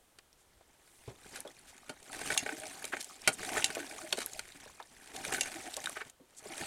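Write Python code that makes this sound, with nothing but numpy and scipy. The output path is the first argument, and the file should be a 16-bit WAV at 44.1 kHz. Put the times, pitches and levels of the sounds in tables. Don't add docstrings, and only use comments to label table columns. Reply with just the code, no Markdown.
import sys
import numpy as np
from scipy import signal
from scipy.fft import rfft, irfft, next_fast_len
from scipy.io import wavfile
from scipy.ndimage import uniform_filter1d, map_coordinates

SR = 44100
rng = np.random.default_rng(int(sys.argv[2]) if len(sys.argv) > 2 else 0)


def materialize(psi):
    bounded = np.clip(np.atleast_2d(psi).T, -1, 1)
    quanta = np.round(bounded * 32767).astype(np.int16)
    wavfile.write(sys.argv[1], SR, quanta)


N = 293706
HIT = SR // 3

# [t/s of compression, effort level/dB, snap level/dB, rebound delay/s, rewind length/s,
# reel turn/s, reel note f/Hz, note level/dB while drawn, on first turn back, its change per turn/dB]
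PULLS = [(2.376, -1, -12.5, 0.015, 0.78, 0.11, 308.7, -60, -47.5, -4.5),
         (3.643, 2, -11, 0.016, 0.743, .119, 325, -55, -56.5, 4.5),
         (5.409, -0.5, -15, .023, 0.59, .106, 322, -62, -45, -6),
         (6.72, -3, -15, .018, .7, 0.103, 324.3, -49, -50, -4)]
FIRST_TURN_S = 0.161
# [t/s of the peak, level/dB, half length/s]
TUGS = [(1.27, -63.5, .055), (1.37, -55.5, 0.039), (1.65, -67, 0.62), (2.09, -70, 0.1),
        (3.27, -59.5, 0.065), (4.27, -65.5, 0.052), (4.56, -61.5, 0.21), (5.08, -62.5, 0.13),
        (6.07, -60.5, 0.017), (6.35, -73.5, 0.059)]
# [f/Hz, level/dB per Hz]
CRANK_CRACK = [(80, -16), (400, -12), (800, -7.5), (1050, -18.5), (1550, 2), (2600, -3.5), (3600, -10.5),
               (6000, -15.5), (9000, -8), (12000, -25.5), (16000, -45.5)]
# [f/Hz, level/dB per Hz]
ROPE = [(500, -38), (2000, -8.5), (3200, -3.5), (5500, -3.5), (7000, -1.5), (9300, -1.5), (10500, -7.5),
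        (12500, -12), (16000, -23)]


def amp(db):
    return 10 ** (np.asarray(db) / 20)


def unit(x):
    return x / np.sqrt(np.mean(x ** 2) + 1e-20)


def along(points, hz):
    f, v = np.transpose(points)
    return np.interp(np.log(hz + 1), np.log(f + 1), v)


def wobble(rate):
    knots = rng.standard_normal(int(N * rate / SR) + 4)
    return map_coordinates(knots, [np.arange(N) * rate / SR])


def filtered(x, response):
    n = x.shape[-1]
    m = next_fast_len(n + 8192)
    return irfft(rfft(x, m) * response(np.fft.rfftfreq(m, 1 / SR)), m)[..., :n]


def coloured(x, spectrum):
    return unit(filtered(x, lambda hz: amp(along(spectrum, hz))))


def resonance(hz, centre, width):
    return 1j * hz * width / (centre ** 2 - hz ** 2 + 1j * hz * width)


def shelf(x, corner_hz, low_db=0, high_db=0):
    low = signal.sosfilt(signal.butter(1, corner_hz, fs=SR, output="sos"), x)
    return amp(low_db) * low + amp(high_db) * (x - low)


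def add(track, s, sound):
    part = track[max(round(s * SR), 0):][:len(sound)]
    part += sound[:len(part)]


def fade(t60):
    t = np.arange(HIT) / SR
    return np.exp(-np.log(1000) * t / t60) * (1 - np.exp(-t / .0002))


def ring(modes, length=1):
    t = np.arange(HIT) / SR
    gains = np.array([amp(db + rng.normal(0, 3.6)) for hz, db, t60 in modes])
    waves = [np.sin(2 * np.pi * (hz * t + rng.random())) * fade(t60 * length) for hz, db, t60 in modes]
    return gains @ np.array(waves) / np.linalg.norm(gains)


def crack(spectrum, length):
    # [f/Hz, t60/s at length 1]
    dying = [(150, 0.071), (600, 0.12), (2000, 0.035), (6000, 0.034), (14000, 0.041)]
    bands, t60s = np.transpose(dying)
    hz = np.fft.rfftfreq(HIT, 1 / SR)
    z = np.exp(2j * np.pi * rng.random(len(hz))) * amp(along(spectrum, hz))
    shares = [np.interp(np.log(hz + 1), np.log(bands), row) for row in np.eye(len(bands))]
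    parts = irfft([z * share for share in shares], HIT)
    parts = parts / np.sqrt(t60s)[:, None]
    return sum(part * fade(t60 * length) for part, t60 in zip(parts, t60s)) / parts.sum(0).std()


def grains(rate, spread_db):
    sizes = amp(spread_db * np.minimum(rng.standard_exponential(N), 5))
    return unit((rng.random(N) < rate / SR) * sizes * rng.standard_normal(N))


def patchy(x, depth_db):
    z = signal.stft(x, nperseg=256)[2]
    field = uniform_filter1d(rng.standard_normal(z.shape), size=4, axis=0)
    field = uniform_filter1d(field, size=3, axis=1)
    return unit(signal.istft(z * amp(depth_db * unit(field)), nperseg=256)[1][:N])


def chatter(rate, spread_db, cycles):
    # [f/Hz, relative number]
    slip_pitches = [(400, .3), (900, .5), (1100, .2), (1600, 1.6), (2600, 1), (4000, .5), (7000, .9),
                    (9500, 1.4), (12000, .1)]
    t = np.arange(SR // 100) / SR
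    when, pick, size, phase = rng.random((int(rate * N / SR), 4)).T
    grid = np.geomspace(slip_pitches[0][0], slip_pitches[-1][0], 200)
    share = np.cumsum(np.abs(along(slip_pitches, grid)))
    hz = np.interp(pick, share / share[-1], grid)[:, None]
    life = cycles / np.sqrt(hz * 2000)
    waves = np.sin(2 * np.pi * (hz * t + phase[:, None])) * t / life * np.exp(-t / life)
    gains = amp(spread_db * np.minimum(-np.log1p(-size), 4))
    at = (when * N).astype(int)[:, None] + np.arange(len(t))
    return unit(np.bincount(at.ravel(), (gains[:, None] * waves).ravel(), N)[:N])


def swell(s, half):
    return np.exp(-.5 * np.minimum(((np.arange(N) / SR - s) / half) ** 2, 100))


def swells(rows):
    return np.sqrt(sum((amp(db) * swell(s, half)) ** 2 for s, db, half in rows))


def stroke(peak_db, start_db, stall_db, sag_db_per_s):
    bite_s, draw_s, fastest_s, stall_s, stop_s = 0.18, 0.26, .062, 0.032, .14
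    out, t = np.zeros(N), np.arange(N) / SR
    for s, effort_db, _, _, rewind, *_ in PULLS:
        times = [s - draw_s - bite_s, s - draw_s, s - fastest_s, s + stall_s, s + rewind, s + rewind + stop_s]
        levels = [-45, effort_db + start_db, effort_db, stall_db, stall_db - sag_db_per_s * rewind, -60]
        moving = (t > times[0]) * (t < times[-1])
        out += amp(peak_db + np.interp(t, times, levels)) * moving
    return out


def turns_back(s, turn, count):
    return [s + FIRST_TURN_S + k * turn for k in range(count)]


def rope_gain():
    pull = stroke(peak_db=-44.0, start_db=-10.5, stall_db=-9.5, sag_db_per_s=4)
    return np.hypot(pull, swells(TUGS))


def case_gain():
    pull = stroke(peak_db=-44.5, start_db=-10.0, stall_db=-8.0, sag_db_per_s=15.5)
    return np.hypot(pull, amp(-1) * swells(TUGS))


def hush():
    # [f/Hz, level/dB per Hz], before the cut in the lows
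    hush_spectrum = [(12, -34), (20, -8), (70, -6.5), (113, -14.5), (158, -15.5), (590, -15.5), (2320, -24),
                     (2750, -25.5), (2990, -22.5), (5380, -28), (8650, -26), (14300, -32), (16000, -37)]
    noise = coloured(rng.standard_normal(N), hush_spectrum)
    return shelf(noise, corner_hz=150, low_db=-16.0) * amp(-68.0 + 0.48 * wobble(3))


def sleeve():
    # [t/s of the peak, level/dB, half length/s]
    swishes = [(.05, -77, 0.19), (.98, -67, 0.11)]
    # [f/Hz, level/dB per Hz]
    cloth_spectrum = [(500, -15), (3000, -16), (6500, -5), (9500, 4), (12000, -6), (16000, -13)]
    return swells(swishes) * coloured(grains(rate=7700, spread_db=1.0), cloth_spectrum)


def rumble():
    spectrum = [(15, -4.0), (30, -3.0), (65, -4.0), (110, -8), (200, -21.5), (400, -37), (2000, -89.5)]
    noise = coloured(rng.standard_normal(N), spectrum)
    pull = stroke(peak_db=-63.5, start_db=-3.5, stall_db=-8.5, sag_db_per_s=6)
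    rocking = np.hypot(amp(-79) + amp(-14.5) * swells(TUGS), pull)
    return rocking * noise * unit(amp(3.1 * wobble(14)))


def knocks():
    # [t/s, level/dB, body level/dB, length factor]
    knock_rows = [(.187, -41, -4, 0.49), (1.358, -32, -2.5, 1.34), (1.894, -37, 14, 1.5),
                  (2.842, -26, 6, .6), (3.2753, -11, 2.5, 1.23), (3.278, -18.5, 7, 1), (3.289, -25, 0, .98),
                  (4.1263, -16, -4.5, 0.64), (4.172, -31, -14, 1.9), (4.187, -24.5, -9, .7),
                  (4.204, -26, -12, 0.72), (4.217, -27, -4, 0.66), (4.393, -23.5, -8, 0.62),
                  (5.841, -30.5, -4, 0.78), (5.858, -23.5, -24, 0.52)]
    # [f/Hz, level/dB, t60/s at length 1]
    housing_modes = [(170, -21, 0.12), (419, -2.5, .075), (614, -1.5, .06), (766, -5, 0.068),
                     (888, -7, 0.06), (1426, 2, 0.054), (1572, -2.5, 0.034), (1710, 1.5, 0.033),
                     (2260, -1.5, 0.056), (2740, -30, .045), (3140, -1.5, 0.062), (3970, -2.5, .055),
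                     (4440, -7, 0.032), (8850, 5.5, .025), (9360, -5, 0.037)]
    # [f/Hz, level/dB per Hz]
    handle_crack = [(60, -40.5), (200, -12.5), (600, -7.5), (1050, -11.5), (1600, -2.5), (3100, -2),
                    (3600, -10.5), (4300, -3), (6000, -7), (9200, -3), (10500, -10.5), (12500, -17.5),
                    (16000, -35)]
    out = np.zeros(N)
    for s, db, body_db, length in knock_rows:
        blow = amp(db - 8) * ring(housing_modes, length) + amp(db - 6) * crack(handle_crack, length)
        add(out, s, shelf(blow, corner_hz=1200, low_db=body_db))
    return out


def scrapes():
    # [t/s of the peak, level/dB, f/Hz, width as share of f, half length/s]
    scrape_rows = [(0.191, -53, 1700, 1.1, 0.0031), (.407, -69, 8000, .91, 0.021),
                   (1.092, -60, 2500, 1.8, 0.019), (1.696, -57, 5100, 10, 0.018),
                   (2.938, -33, 1600, .64, 0.0073), (3.011, -39, 6500, 2.7, .0052),
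                   (3.264, -49.5, 2700, .65, 0.017), (3.337, -41, 8440, 0.41, 0.0075),
                   (4.128, -28, 3070, 0.93, 0.0019), (4.224, -42, 3200, 3.8, .0093),
                   (5.166, -40, 3970, 6.9, .0028), (5.971, -39, 1640, 0.79, 0.0077),
                   (6.013, -41.5, 1650, .9, 0.0082), (6.384, -48.5, 7640, .82, 0.01)]
    out, t = np.zeros(N), np.arange(HIT) / SR
    middle = t.mean()
    for s, db, centre, width, half in scrape_rows:
        def response(hz):
            return resonance(hz, centre, centre * width) ** 2 / (1 + (hz / 11500) ** 8)
        rub = unit(filtered(rng.standard_normal(HIT), response))
        add(out, s - middle, amp(db) * rub * np.exp(-.5 * ((t - middle) / half) ** 2))
    return out * unit(amp(2.1 * wobble(450)))


def ticks():
    # [t/s, level/dB, f/Hz, t60/s of the spike, rattle level/dB re the tick]
    tick_rows = [(.329, -50, 5400, .003, -8), (1.4048, -24, 9900, 0.0011, -20.5),
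                 (1.475, -44.5, 3365, .04, -4), (1.593, -44, 9800, .004, -16),
                 (2.028, -47.5, 2730, .003, -0.5), (2.1198, -33, 8500, 0.0023, -19),
                 (2.6, -30, 9000, .0024, -18), (2.668, -34.5, 6350, .0037, -6),
                 (2.852, -30.5, 9240, 0.0072, -1.5), (3.027, -33, 10000, .0037, -8),
                 (3.045, -28.5, 7600, 0.0021, -11), (3.218, -38, 5500, .0085, -7),
                 (3.625, -23, 2780, .005, -22), (3.75, -33.5, 2920, .0036, -0.5),
                 (4.128, -26.5, 4400, 0.028, -22), (4.2616, -17, 11000, .001, -22),
                 (4.334, -32, 6700, .005, -7.5), (4.826, -41.5, 3730, 0.0064, -10.5),
                 (5.164, -35, 5860, .0022, -14), (5.3376, -23, 7100, .0023, -14),
                 (5.741, -28, 3950, .0025, -9), (5.7669, -27, 6350, .0016, -2.5),
                 (5.8586, -26.5, 3730, 0.016, -18), (5.872, -24, 1510, 0.012, -24),
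                 (5.896, -26, 9200, 0.0013, -22), (6.098, -43.5, 7000, .0027, 0)]
    out, t = np.zeros(N), np.arange(HIT) / SR
    for s, db, hz, t60, rattle_db in tick_rows:
        spike = np.sin(2 * np.pi * hz * t) * fade(t60) / fade(t60).max()
        add(out, s, amp(db) * spike + amp(db + rattle_db) * crack(ROPE, length=0.6))
    return out


def bumps():
    # [t/s, level/dB before a 3 dB cut, f/Hz, t60/s]
    bump_rows = [(.55, -60.5, 55, 0.25), (.609, -52, 576, .056), (1.076, -38, 96, 0.17),
                 (1.077, -41, 420, 0.22), (1.45, -37.5, 487, .11), (1.897, -40.5, 232, 0.073),
                 (2.934, -31.5, 400, 0.048), (3.283, -26.5, 400, 0.038), (3.285, -36.5, 161, 0.089),
                 (3.769, -29, 500, 0.078), (4.129, -33.5, 388, 0.078), (4.18, -27, 365, 0.038),
                 (4.66, -45, 524, 0.074), (4.799, -36, 825, 0.056), (5.773, -35, 615, .07),
                 (6.198, -50, 278, .12), (6.457, -37.5, 340, 0.05), (6.612, -39, 115, 0.078)]
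    out = np.zeros(N)
    for s, db, centre, t60 in bump_rows:
        body = filtered(rng.standard_normal(HIT), lambda hz: resonance(hz, centre, centre * 0.99) ** 2)
        push = unit(body * fade(t60)) * fade(t60).std()
        add(out, s, amp(db - 3.0) * push)
    return out


def starter():
    # [f/Hz, level/dB per Hz]
    case_spectrum = [(30, -18.5), (70, -4.5), (120, -2), (300, 5), (440, -0.5), (530, -6.5), (800, 3.5),
                     (950, -4), (1300, -6.5), (1540, -2.5), (1800, -0.5), (2600, -3), (3500, -12.5),
                     (6000, -28), (16000, -74)]
    rub, grind = rope_gain(), case_gain()
    catch = wobble(90)
    rope = patchy(coloured(grains(rate=14000, spread_db=0.3), ROPE), depth_db=4)
    rope = rope * unit(amp(1.77 * catch + 1.7 * wobble(300)))
    case = patchy(coloured(grains(rate=7000, spread_db=1.0), case_spectrum), depth_db=3.5)
    case = case * unit(amp(1.6 * catch + 2.6 * wobble(70)))
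    slips = chatter(rate=420, spread_db=4.5, cycles=1.85) * unit(amp(0.88 * catch))
    return amp(1.84) * rub * rope + amp(1.6) * grind * case + amp(-0.5) * np.sqrt(rub * grind) * slips


def fibres(count=45):
    out, rub, t = np.zeros(N), rope_gain(), np.arange(HIT) / SR
    spike = fade(0.0027) / fade(0.0031).max()
    for when, size, pitch in rng.random((count, 3)):
        hz = 3000 + 7000 * pitch
        gain = rub[int(when * N)] * amp(13 + 9 * size)
        add(out, when * N / SR, gain * spike * np.sin(2 * np.pi * hz * t))
    return out


def rattle(count=260):
    out, grind = np.zeros(N), case_gain()
    for when, size, bright in rng.random((count, 3)):
        blow = shelf(crack(CRANK_CRACK, length=.45), corner_hz=3000, high_db=10.6 * bright)
        add(out, when * N / SR, grind[int(when * N)] * amp(18.5 * size - 3.5) * blow)
    return out


def puffs(first_db, change_db, half, count=3):
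    rows = []
    for s, _, _, _, _, turn, *_ in PULLS:
        rows += [(at, first_db + change_db * k, half) for k, at in enumerate(turns_back(s, turn, count))]
    return swells(rows)


def cylinder():
    # [f/Hz, width/Hz before broadening, level/dB]
    passages = [(306, 45, -8.5), (442, 34, -10.5), (625.3, 32, -5.5), (749, 55, -2.5)]
    air = np.zeros(N)
    for hz, width, db in passages:
        hollow = unit(filtered(rng.standard_normal(N), lambda f: resonance(f, hz, 1.5 * width) ** 2))
        air += amp(db) * hollow * unit(amp(5.0 * wobble(22)))
    flow = stroke(peak_db=-51.0, start_db=-4.5, stall_db=-3, sag_db_per_s=16.5)
    return np.hypot(flow, puffs(first_db=-48, change_db=-3.5, half=0.016)) * unit(air)


def reel(count=3):
    out = np.zeros(N)
    drift = np.cumsum(1 + 0.0139 * wobble(45)) / SR
    flutter = amp(1.3 * wobble(70))
    for s, *_, turn, hz, drawn_db, back_db, change_db in PULLS:
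        phase = 2 * np.pi * hz * drift
        turns = [(s - turn, drawn_db), (s - 2 * turn, drawn_db)]
        turns += [(at, back_db + change_db * k) for k, at in enumerate(turns_back(s, turn, count))]
        gain = sum(amp(db + 4.5) * swell(at, half=0.01) for at, db in turns)
        out += gain * (np.sin(phase) + amp(-10) * np.sin(2 * phase))
    return out * flutter


def clacks(count=2):
    # [t/s, level/dB, treble level/dB]
    clack_rows = [(2.1455, -35, 2), (2.2134, -28.5, -6), (2.3022, -18, -4), (2.3211, -27.5, 10),
                  (2.3474, -30, -7), (2.4613, -21.5, -11), (2.4907, -22.5, -18), (2.9347, -27.5, -16),
                  (2.9672, -26, -2), (3.4306, -30, 5), (3.489, -32.5, 9), (3.5683, -15, -9),
                  (3.5784, -20.5, 3), (3.702, -27, 1), (3.7544, -32.5, 6), (3.8003, -29, 5),
                  (3.8272, -32, -5), (5.3228, -21.5, 5), (5.3444, -25, 11), (5.3594, -29, -6),
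                  (5.3817, -25.5, -7), (5.4565, -32.5, 10), (5.4755, -37, 12), (5.9683, -28.5, -8),
                  (6.0142, -29, -14), (6.6119, -26.5, -14)]
    # [f/Hz, level/dB, t60/s at length 1]
    crank_modes = [(438, -10.5, 0.059), (629, -15, 0.083), (832, -13.5, 0.057), (1530, 0, 0.029),
                   (1830, -0.5, 0.025), (1880, -6, 0.012), (2244, -9.5, 0.043), (2800, -28, 0.025)]
    pawl_lead_s, pawl_db, pawl_treble_db = 0.013, -34, 5
    pawl = []
    for s, _, _, _, _, turn, *_ in PULLS:
        pawl += [(at - pawl_lead_s, pawl_db, pawl_treble_db) for at in turns_back(s, turn, count)]
    out = np.zeros(N)
    rise = 1 - np.exp(-np.arange(HIT) / SR / 0.0014)
    for s, db, treble_db in [*clack_rows, *pawl]:
        blow = amp(db) * ring(crank_modes, length=0.81) + amp(db - 8.0) * crack(CRANK_CRACK, length=1.0)
        add(out, s, shelf(blow * rise, corner_hz=4100, high_db=treble_db))
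    return out


def snaps():
    # [f/Hz, level/dB, t60/s]
    steel_modes = [(768, -9, 0.053), (2260, -9, 0.05), (2754, 4, 0.052), (2903, 2.5, 0.024),
                   (3990, -5, 0.031), (5600, -13, .035), (6490, -7, 0.16), (7210, 5, 0.033),
                   (7500, -11, 0.027), (10930, -7.5, 0.058)]
    # [f/Hz, level/dB per Hz]
    steel_crack = [(100, -19), (1200, -26), (1800, -2), (2800, -1), (3500, 1), (5200, -4), (7200, 1.5),
                   (8100, -1), (10500, -4.5), (12000, -16), (16000, -29)]
    rebound_db = -14
    out = np.zeros(N)
    for s, _, snap_db, rebound, *_ in PULLS:
        for at, db in (s, snap_db), (s + rebound, snap_db + rebound_db):
            add(out, at, amp(db - 8) * ring(steel_modes) + amp(db - 6) * crack(steel_crack, length=0.74))
    return out


def surroundings(x, wet_db, t60):
    tail = shelf(rng.standard_normal(HIT), corner_hz=3020, high_db=-8.0) * fade(t60)
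    return amp(wet_db) * signal.fftconvolve(x, tail / np.linalg.norm(tail))[:N]


def scene():
    turning = starter() + cylinder() + reel() + rattle() + fibres()
    contacts = scrapes() + snaps() + clacks() + knocks() + ticks() + bumps()
    motor = turning + contacts
    bank = hush() + rumble() + sleeve()
    mono = motor + surroundings(motor, wet_db=-16.0, t60=0.13) + bank
    return np.array([mono, mono])


def record(dry):
    top_hz = 16000
    return filtered(dry, lambda hz: 1 / np.sqrt(1 + (hz / top_hz) ** 160))


dry = scene()
out = record(dry)
materialize(out)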